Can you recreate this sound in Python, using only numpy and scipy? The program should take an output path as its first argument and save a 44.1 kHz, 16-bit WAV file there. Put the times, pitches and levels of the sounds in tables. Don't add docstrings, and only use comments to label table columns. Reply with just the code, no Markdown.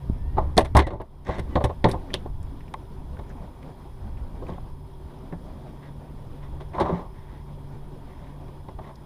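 import sys
import numpy as np
from scipy import signal
from scipy.io import wavfile

SR = 44100
rng = np.random.default_rng(int(sys.argv[2]) if len(sys.argv) > 2 else 0)


def bounce(signal):
    frames = np.transpose(np.atleast_2d(signal))
    limited = np.clip(frames, -1, 1)
    pcm = np.round(limited * 32767).astype(np.int16)
    wavfile.write(sys.argv[1], SR, pcm)


N = 399105

# (time [s], deck level [dB], thump level [dB],
# smack level [dB], spray level [dB], deck pitch [Hz], landing time [ms], settling t60 [s])
SLAPS = [(0.098, -22, -13.5, -73, -54, 179, 1.04, 0.023), (0.369, -27.5, -22, -49, -70, 590, 1.9, 0.28),
         (0.3811, -13, -46, -41, -78, 810, 1, 0.03), (0.3858, -15, -31, -37, -76, 925, 1.5, 0.018),
         (0.568, -8, -33, -27.5, -27, 188, 1.5, 0.072), (0.579, -6, -17, -16.5, -15, 490, 0.84, 0.074),
         (0.604, -27, -37, -38, -32, 594, 1.2, 0.1), (0.646, -27, -18, -31.5, -31, 600, 4.4, 0.074),
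         (0.7497, -10.5, -2.5, -24, -30.5, 875, 2.04, 0.088), (.768, -11, -18, -17, -14.5, 890, 1.15, 0.07),
         (0.788, -13, -26, -19, -30, 400, 1.9, 0.11), (0.866, -21.5, -17, -33.5, -38, 410, 3.5, 0.077),
         (0.903, -22.5, -48, -39.5, -55, 495, 6.5, 0.074), (0.92, -32, -23, -55, -58, 440, 8.4, 0.19),
         (0.998, -20, -20, -45, -58, 473, 6.8, 0.067), (1.288, -10, -10.5, -42, -37, 536, 3.4, 0.035),
         (1.382, -19, -16.5, -33, -39, 187, 3.2, 0.076), (1.394, -32, -14.5, -55, -29, 218, 2.6, 0.037),
         (1.555, -13.5, -11.5, -25.5, -59, 567, 1.56, 0.065), (1.565, -10.5, -9, -35, -65, 460, 2.7, 0.056),
         (1.602, -21.5, -33, -41, -66, 552, 5.6, 0.11), (1.64, -15.5, -7, -24, -22, 514, 2.5, 0.073),
         (1.692, -22, -21, -44.5, -70, 526, 4.4, 0.084), (1.842, -13.5, -17, -23, -40, 423, 0.62, 0.089),
         (1.852, -13, -9, -49, -60, 450, 0.99, 0.089), (1.884, -27.5, -21.5, -33.5, -36, 410, 2.6, 0.13),
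         (1.913, -35, -27.5, -43, -27, 180, 2.2, 0.072), (1.931, -21.5, -20, -51, -63, 517, 3.4, 0.1),
         (2.14, -25.5, -32, -33, -23.5, 557, 0.86, 0.063), (2.258, -25, -43, -53, -69, 555, 1.7, 0.039),
         (2.739, -23.5, -63, -35, -38, 1130, 0.6, 0.022), (3.19, -31.5, -27.5, -48, -57, 380, 1.8, 0.079),
         (4.419, -23.5, -44, -76, -65, 377, 4.4, 0.059), (4.483, -31.5, -48, -53, -53, 378, 1.2, 0.12),
         (4.579, -30, -58, -62, -65, 690, 1.9, 0.023), (5.325, -25.5, -39, -65, -79, 182, 0.93, 0.11),
         (6.602, -32, -38, -43, -49, 393, 3.3, 0.095), (6.746, -28, -52, -51, -70, 990, 2.7, 0.065),
         (6.779, -24.5, -46, -51, -62, 890, 1.7, 0.12), (6.798, -13.5, -23, -31.5, -32, 423, 4.9, 0.11),
         (6.812, -24, -20, -42, -47, 900, 2.2, 0.041), (6.858, -27, -40, -55, -67, 950, 1.2, 0.11),
         (6.892, -18.5, -31, -55, -69, 380, 2, 0.079), (6.926, -16, -24, -68, -73, 202, 0.97, 0.06),
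         (8.481, -36.5, -52, -56, -61, 385, 1.9, 0.087), (8.684, -35.5, -37, -51, -68, 498, 1.2, 0.075),
         (8.786, -34, -36, -52.5, -73, 676, 1.6, 0.069)]
def slap_forces(column, t60_scale, snap_db, mode_hz=None, focus_db=0):
    snap_loss_db_per_ms = 5
    settling, snaps = np.zeros((2, 1 if mode_hz is None else len(mode_hz), N))
    for slap in SLAPS:
        at, (pitch_hz, landing_ms, t60) = round(slap[0] * SR), slap[-3:]
        t = np.arange(min(SR // 5, N - at)) / SR
        octaves = np.zeros((1, 1)) if mode_hz is None else abs(np.log2(mode_hz / pitch_hz))
        level_db = slap[column] - focus_db * np.sqrt(0.05 / t60) * octaves
        spreading = 1 - np.exp(-1000 * t / landing_ms)
        settling[:, at:at + len(t)] += amp(level_db) * spreading * amp(-60 * t / (t60_scale * t60))
        snaps[:, at] += amp(level_db[:, 0] + snap_db - snap_loss_db_per_ms * landing_ms)
    return settling, snaps


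# (frequency [Hz], gain [dB], t60 [s])
DECK_MODES = [(175.7, 0, 0.17), (243.3, -11.5, 0.16), (324, -5.5, 0.11), (384.4, 8, 0.035),
              (508, -5, 0.091), (573, 1.5, 0.061), (645, -2.5, 0.095), (745, 5, 0.035), (878, 6.5, 0.04),
              (1017, 6.5, 0.028), (1080, 2.5, 0.046), (1166, -3.5, 0.052)]
def deck(drag):
    mode_hz = np.array(DECK_MODES)[:, :1]
    settling, snaps = slap_forces(column=1, t60_scale=1, snap_db=-2.0, mode_hz=mode_hz, focus_db=9.5)
    force = amp(-27.5) * settling + amp(-33.0) * drag
    touch = grit(per_s=3000, spread_db=3.16)
    panel = sum((-1) ** k * amp(db) * ring(snaps[k] + force[k] * np.roll(touch, k * SR // 3), hz, t60)
                for k, (hz, db, t60) in enumerate(DECK_MODES))
    return lowpass(panel, hz=1840, order=4)


# (frequency [Hz], gain [dB], t60 [s])
HULL_MODES = [(73.2, -3.5, 0.2), (111, -4, 0.13)]
def hull():
    (settling,), (snaps,) = slap_forces(column=2, t60_scale=0.92, snap_db=2.8)
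    force = snaps + amp(-25.0) * settling * rng.standard_normal(N)
    push = amp(4.5) * ring(snaps, hz=197, t60=0.02)
    boom = sum(amp(db) * ring(force, hz, t60) for hz, db, t60 in HULL_MODES)
    return lowpass(push + boom, hz=450, order=2)


# (frequency [Hz], width [Hz], gain [dB])
SMACK_BANDS = [(1520, 560, -3), (1973, 420, -4), (3180, 1780, -4.5), (3810, 780, 5), (4440, 210, -4)]
SPRAY_BANDS = [(5300, 1600, -12), (8460, 1000, -12), (9950, 940, -8), (12000, 3800, -25)]
def water_film(bands, hiss, column, t60_scale, focus_db):
    film_hz, crack_ms = 1930, 1.0
    (settling,), (snaps,) = slap_forces(column, t60_scale, snap_db=10.4)
    tearing = signal.lfilter([1], [1, -np.exp(-1000 / (crack_ms * SR))], snaps + 1e-18)
    cracks = tearing * rng.standard_normal(N)
    spit = grit(per_s=12000, spread_db=6.9)
    octaves = abs(np.log2(np.array(bands)[:, :1] / film_hz))
    force = amp(-focus_db * octaves) * (cracks + settling * spit) + amp(-19 * octaves) * hiss * spit
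    return sum((-1) ** k * amp(db) * peak(peak(force[k], hz, 2 * width), hz, width)
               for k, (hz, width, db) in enumerate(bands))


# (time [s], peak level [dB], pitch [Hz], t60 [s])
FIN_TICKS = [(0.5784, -5.5, 3900, 0.0095), (0.608, -27.5, 3100, 0.045), (0.768, -16.5, 4170, 0.016),
             (0.772, -23, 1900, 0.016), (0.801, -34, 1950, 0.03), (1.014, -44, 1670, .04),
             (1.017, -52, 10360, 0.022), (1.25, -53, 5460, 0.029), (1.845, -20.5, 3200, 0.0054),
             (1.894, -37, 10000, 0.059), (1.914, -29, 3930, 0.024), (2.103, -37.5, 2040, 0.061),
             (2.134, -33, 3040, 0.032), (2.14, -14, 3380, 0.019), (2.146, -28, 3080, 0.093),
             (2.429, -47.5, 7950, 0.016), (2.606, -46, 1970, 0.028), (2.68, -46, 2300, 0.025),
             (2.74, -34.5, 2000, 0.02), (3.169, -43, 1510, 0.03), (3.293, -53, 5360, 0.08),
             (3.301, -45.5, 1500, 0.1), (3.627, -44.5, 2040, 0.033), (4.171, -48, 2070, 0.053),
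             (4.467, -45, 2300, 0.023), (4.501, -47, 3320, 0.024), (4.535, -50, 2800, 0.016),
             (5.324, -40, 1630, 0.069), (6.733, -41.5, 2020, 0.11), (6.8, -36.5, 3830, 0.1),
             (8.956, -49, 4700, 0.024)]
def fin_ticks():
    out, t = np.zeros(N), np.arange(SR // 12) / SR
    for s, db, hz, t60 in FIN_TICKS:
        burst = rng.standard_normal(len(t)) * amp(-60 * t / t60)
        width_hz = hz * np.clip(-db / 95, .38, 1)
        tick = peak(peak(burst, hz, width_hz), hz, width_hz)
        out[round(s * SR):][:len(t)] += amp(db) * tick / abs(tick).max()
    return out


# (start [s], length [s], drag level [dB], wet hiss level [dB])
SLIDES = [(1.27, .09, -37, -40), (4.477, 0.066, -45.5, -57), (5.827, 0.049, -51, -54),
          (6.43, 0.029, -47.5, -53), (6.741, 0.25, -36, -47.5), (6.992, 0.063, -47, -74.5),
          (7.146, 0.26, -56, -58.5), (8.08, 0.23, -58, -59), (8.842, 0.059, -45, -55.5)]
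def slides():
    catching = amp(0.77 * drift(29.0))
    strokes = [amp(stroke_db(s, length, rise_db_per_s=995, fall_db_per_s=345)) for s, length, *_ in SLIDES]
    return catching * (amp(np.array(SLIDES)[:, 2:].T) @ strokes)


# (start [s], length [s], first fundamental [Hz], last fundamental [Hz],
# level [dB], third harmonic against second [dB])
SKIN_SQUEAKS = [(0.188, 0.17, 867, 960, -63.5, -9), (0.851, 0.0076, 1005, 960, -40.5, -38),
                (1.53, 0.018, 990, 960, -53.5, -7)]
def skin_squeaks():
    out = 0
    for s, length, first_hz, last_hz, db, third_db in SKIN_SQUEAKS:
        hz = curve([(s, first_hz), (s + length, last_hz)]) * (1 + 0.007 * drift(62))
        phase = 2 * np.pi * np.cumsum(hz) / SR
        tone = np.sin(2 * phase) + amp(third_db) * np.sin(3 * phase)
        fade_db = stroke_db(s, length, rise_db_per_s=454, fall_db_per_s=454)
        out += amp(db + fade_db + 1.6 * drift(80)) * tone
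    return out


# (frequency [Hz], relative density [dB])
WIND_SPECTRUM = [(12, 3), (20, -1.5), (76, -3), (150, -19), (168, -27.5), (264, -24.5), (400, -49),
                 (520, -100)]
# (time [s], relative level [dB])
GUSTS = [(0, -36), (.25, -30), (.78, -30.5), (1.06, -48), (1.25, -48), (1.45, -38), (2.42, -37.5),
         (2.7, -45), (3.3, -38), (3.68, -48.5), (4.15, -34), (4.8, -43.5), (6.1, -45), (6.3, -40.5),
         (6.55, -40), (7.2, -43), (9.05, -46)]
def wind():
    return amp(curve(GUSTS) + 3.5) * coloured(WIND_SPECTRUM, patchy_db=1.0, flicker_hz=17.7)


# (time [s], relative level [dB])
HUM_SWELLS = [(0, -49), (2.3, -58.5), (3.1, -53), (4.2, -65.5), (4.6, -56), (5.9, -49), (6.4, -52.5),
              (7.2, -55), (7.7, -48), (9.05, -53.5)]
def hum():
    level_db = curve(HUM_SWELLS) + 4.0 + 3.2 * drift(1.6)
    hz = 142.4 * (1 + 0.01426 * drift(4.27))
    return amp(level_db) * np.sin(2 * np.pi * np.cumsum(hz) / SR)


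# (frequency [Hz], relative density [dB])
WASH_SPECTRUM = [(94, -9), (160, -7.5), (213, -10), (268, -9.5), (384, -19.5), (502, -17), (906, -20.5),
                 (1460, -33.5), (2020, -34), (2440, -41.5), (3370, -38.5), (6330, -51.5), (15200, -55.5)]
# (frequency [Hz], width [Hz], level [dB])
HISS_BANDS = [(381.4, 36, -61.5), (934, 178, -63), (3310, 130, -80.5), (5100, 140, -83.5),
              (9750, 1020, -79.5), (13460, 800, -83)]
def wash():
    noise = rng.standard_normal(N)
    water = amp(-50) * coloured(WASH_SPECTRUM, patchy_db=3.0, flicker_hz=13.1)
    return water + sum(amp(db) * rms_one(peak(peak(noise, hz, width), hz, width))
                       for hz, width, db in HISS_BANDS)


def depth_sounder():
    first_s, every_s = .185, .2502
    pulses = np.zeros(N)
    pulses[(np.arange(first_s, N / SR, every_s) * SR).astype(int)] = amp(-71)
    return ring(pulses, hz=5530, t60=0.046)


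# (time [s], gain [dB])
BACKGROUND_GAIN = [(0, 4.5), (.7, 3.5), (.85, -7), (1.1, -3.5), (1.22, -0.5), (1.45, 5), (2.1, 4.5),
                   (9.05, 4)]
def background():
    return (hum() + wash() + depth_sounder()) * amp(curve(BACKGROUND_GAIN))


def amp(db):
    return 10 ** (np.asarray(db) / 20)


def rms_one(x):
    return x / np.sqrt(np.mean(x ** 2) + 1e-20)


def curve(points):
    return np.interp(np.arange(N) / SR, *np.transpose(points))


def stroke_db(start, length, rise_db_per_s, fall_db_per_s):
    t = np.arange(N) / SR - start
    return rise_db_per_s * np.minimum(t, 0) - fall_db_per_s * np.maximum(t - length, 0)


def drift(rate_hz):
    r = np.exp(-80 * np.pi * rate_hz / SR)
    slow = signal.lfilter([1], [1, -2 * r, r * r], rng.standard_normal(N // 40 + 2002))[2000:]
    return np.interp(np.arange(N) / 40, np.arange(len(slow)), rms_one(slow))


def grit(per_s, spread_db):
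    sizes = amp(spread_db * np.minimum(rng.exponential(1, N), 4)) * rng.choice([-1, 1], N)
    return rms_one(sizes * (rng.random(N) < per_s / SR))


def lowpass(x, hz, order):
    return signal.sosfilt(signal.butter(order, hz, fs=SR, output="sos"), x)


def peak(x, hz, width_hz):
    r, w = np.exp(-np.pi * width_hz / SR), 2 * np.pi * hz / SR
    gain = (1 - r * r) / 2
    return signal.lfilter([gain, 0, -gain], [1, -2 * r * np.cos(w), r * r], x + 1e-18)


def ring(x, hz, t60):
    r, w = amp(-60 / (t60 * SR)), 2 * np.pi * hz / SR
    return signal.lfilter([0, np.sin(w)], [1, -2 * r * np.cos(w), r * r], x + 1e-18)


def coloured(spectrum, patchy_db, flicker_hz):
    hz, level_db = np.transpose(spectrum)
    out, together, white = 0, drift(flicker_hz / 4), rng.standard_normal((2, N))
    edges = np.geomspace(hz[0], hz[-1], int(3 * np.log2(hz[-1] / hz[0])) + 1)
    for k, (low, high) in enumerate(zip(edges, edges[1:])):
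        band = signal.sosfilt(signal.butter(2, [low, high], "band", fs=SR, output="sos"), white[k % 2])
        band_db = np.interp(np.log(low * high) / 2, np.log(hz), level_db)
        flicker_db = patchy_db * (together + drift(flicker_hz)) / (1 + low / 2500)
        out += band * amp(band_db + flicker_db)
    return rms_one(out)


def scene():
    drag, hiss = slides()
    fish = deck(drag) + hull() + skin_squeaks() + fin_ticks()
    smack = amp(16.0) * water_film(SMACK_BANDS, amp(-1.0) * hiss, column=3, t60_scale=1.0, focus_db=16.0)
    spray = amp(9.0) * water_film(SPRAY_BANDS, amp(16.0) * hiss, column=4, t60_scale=0.66, focus_db=1.8)
    return (fish + smack + spray + wind() + background())[None]


def record(dry):
    cutoff_hz = 15500
    rounded = 1.175 * np.tanh(dry / 1.137)
    return signal.sosfilt(signal.ellip(12, .5, 60, cutoff_hz, fs=SR, output="sos"), rounded)


dry = scene()
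out = record(dry)
bounce(out)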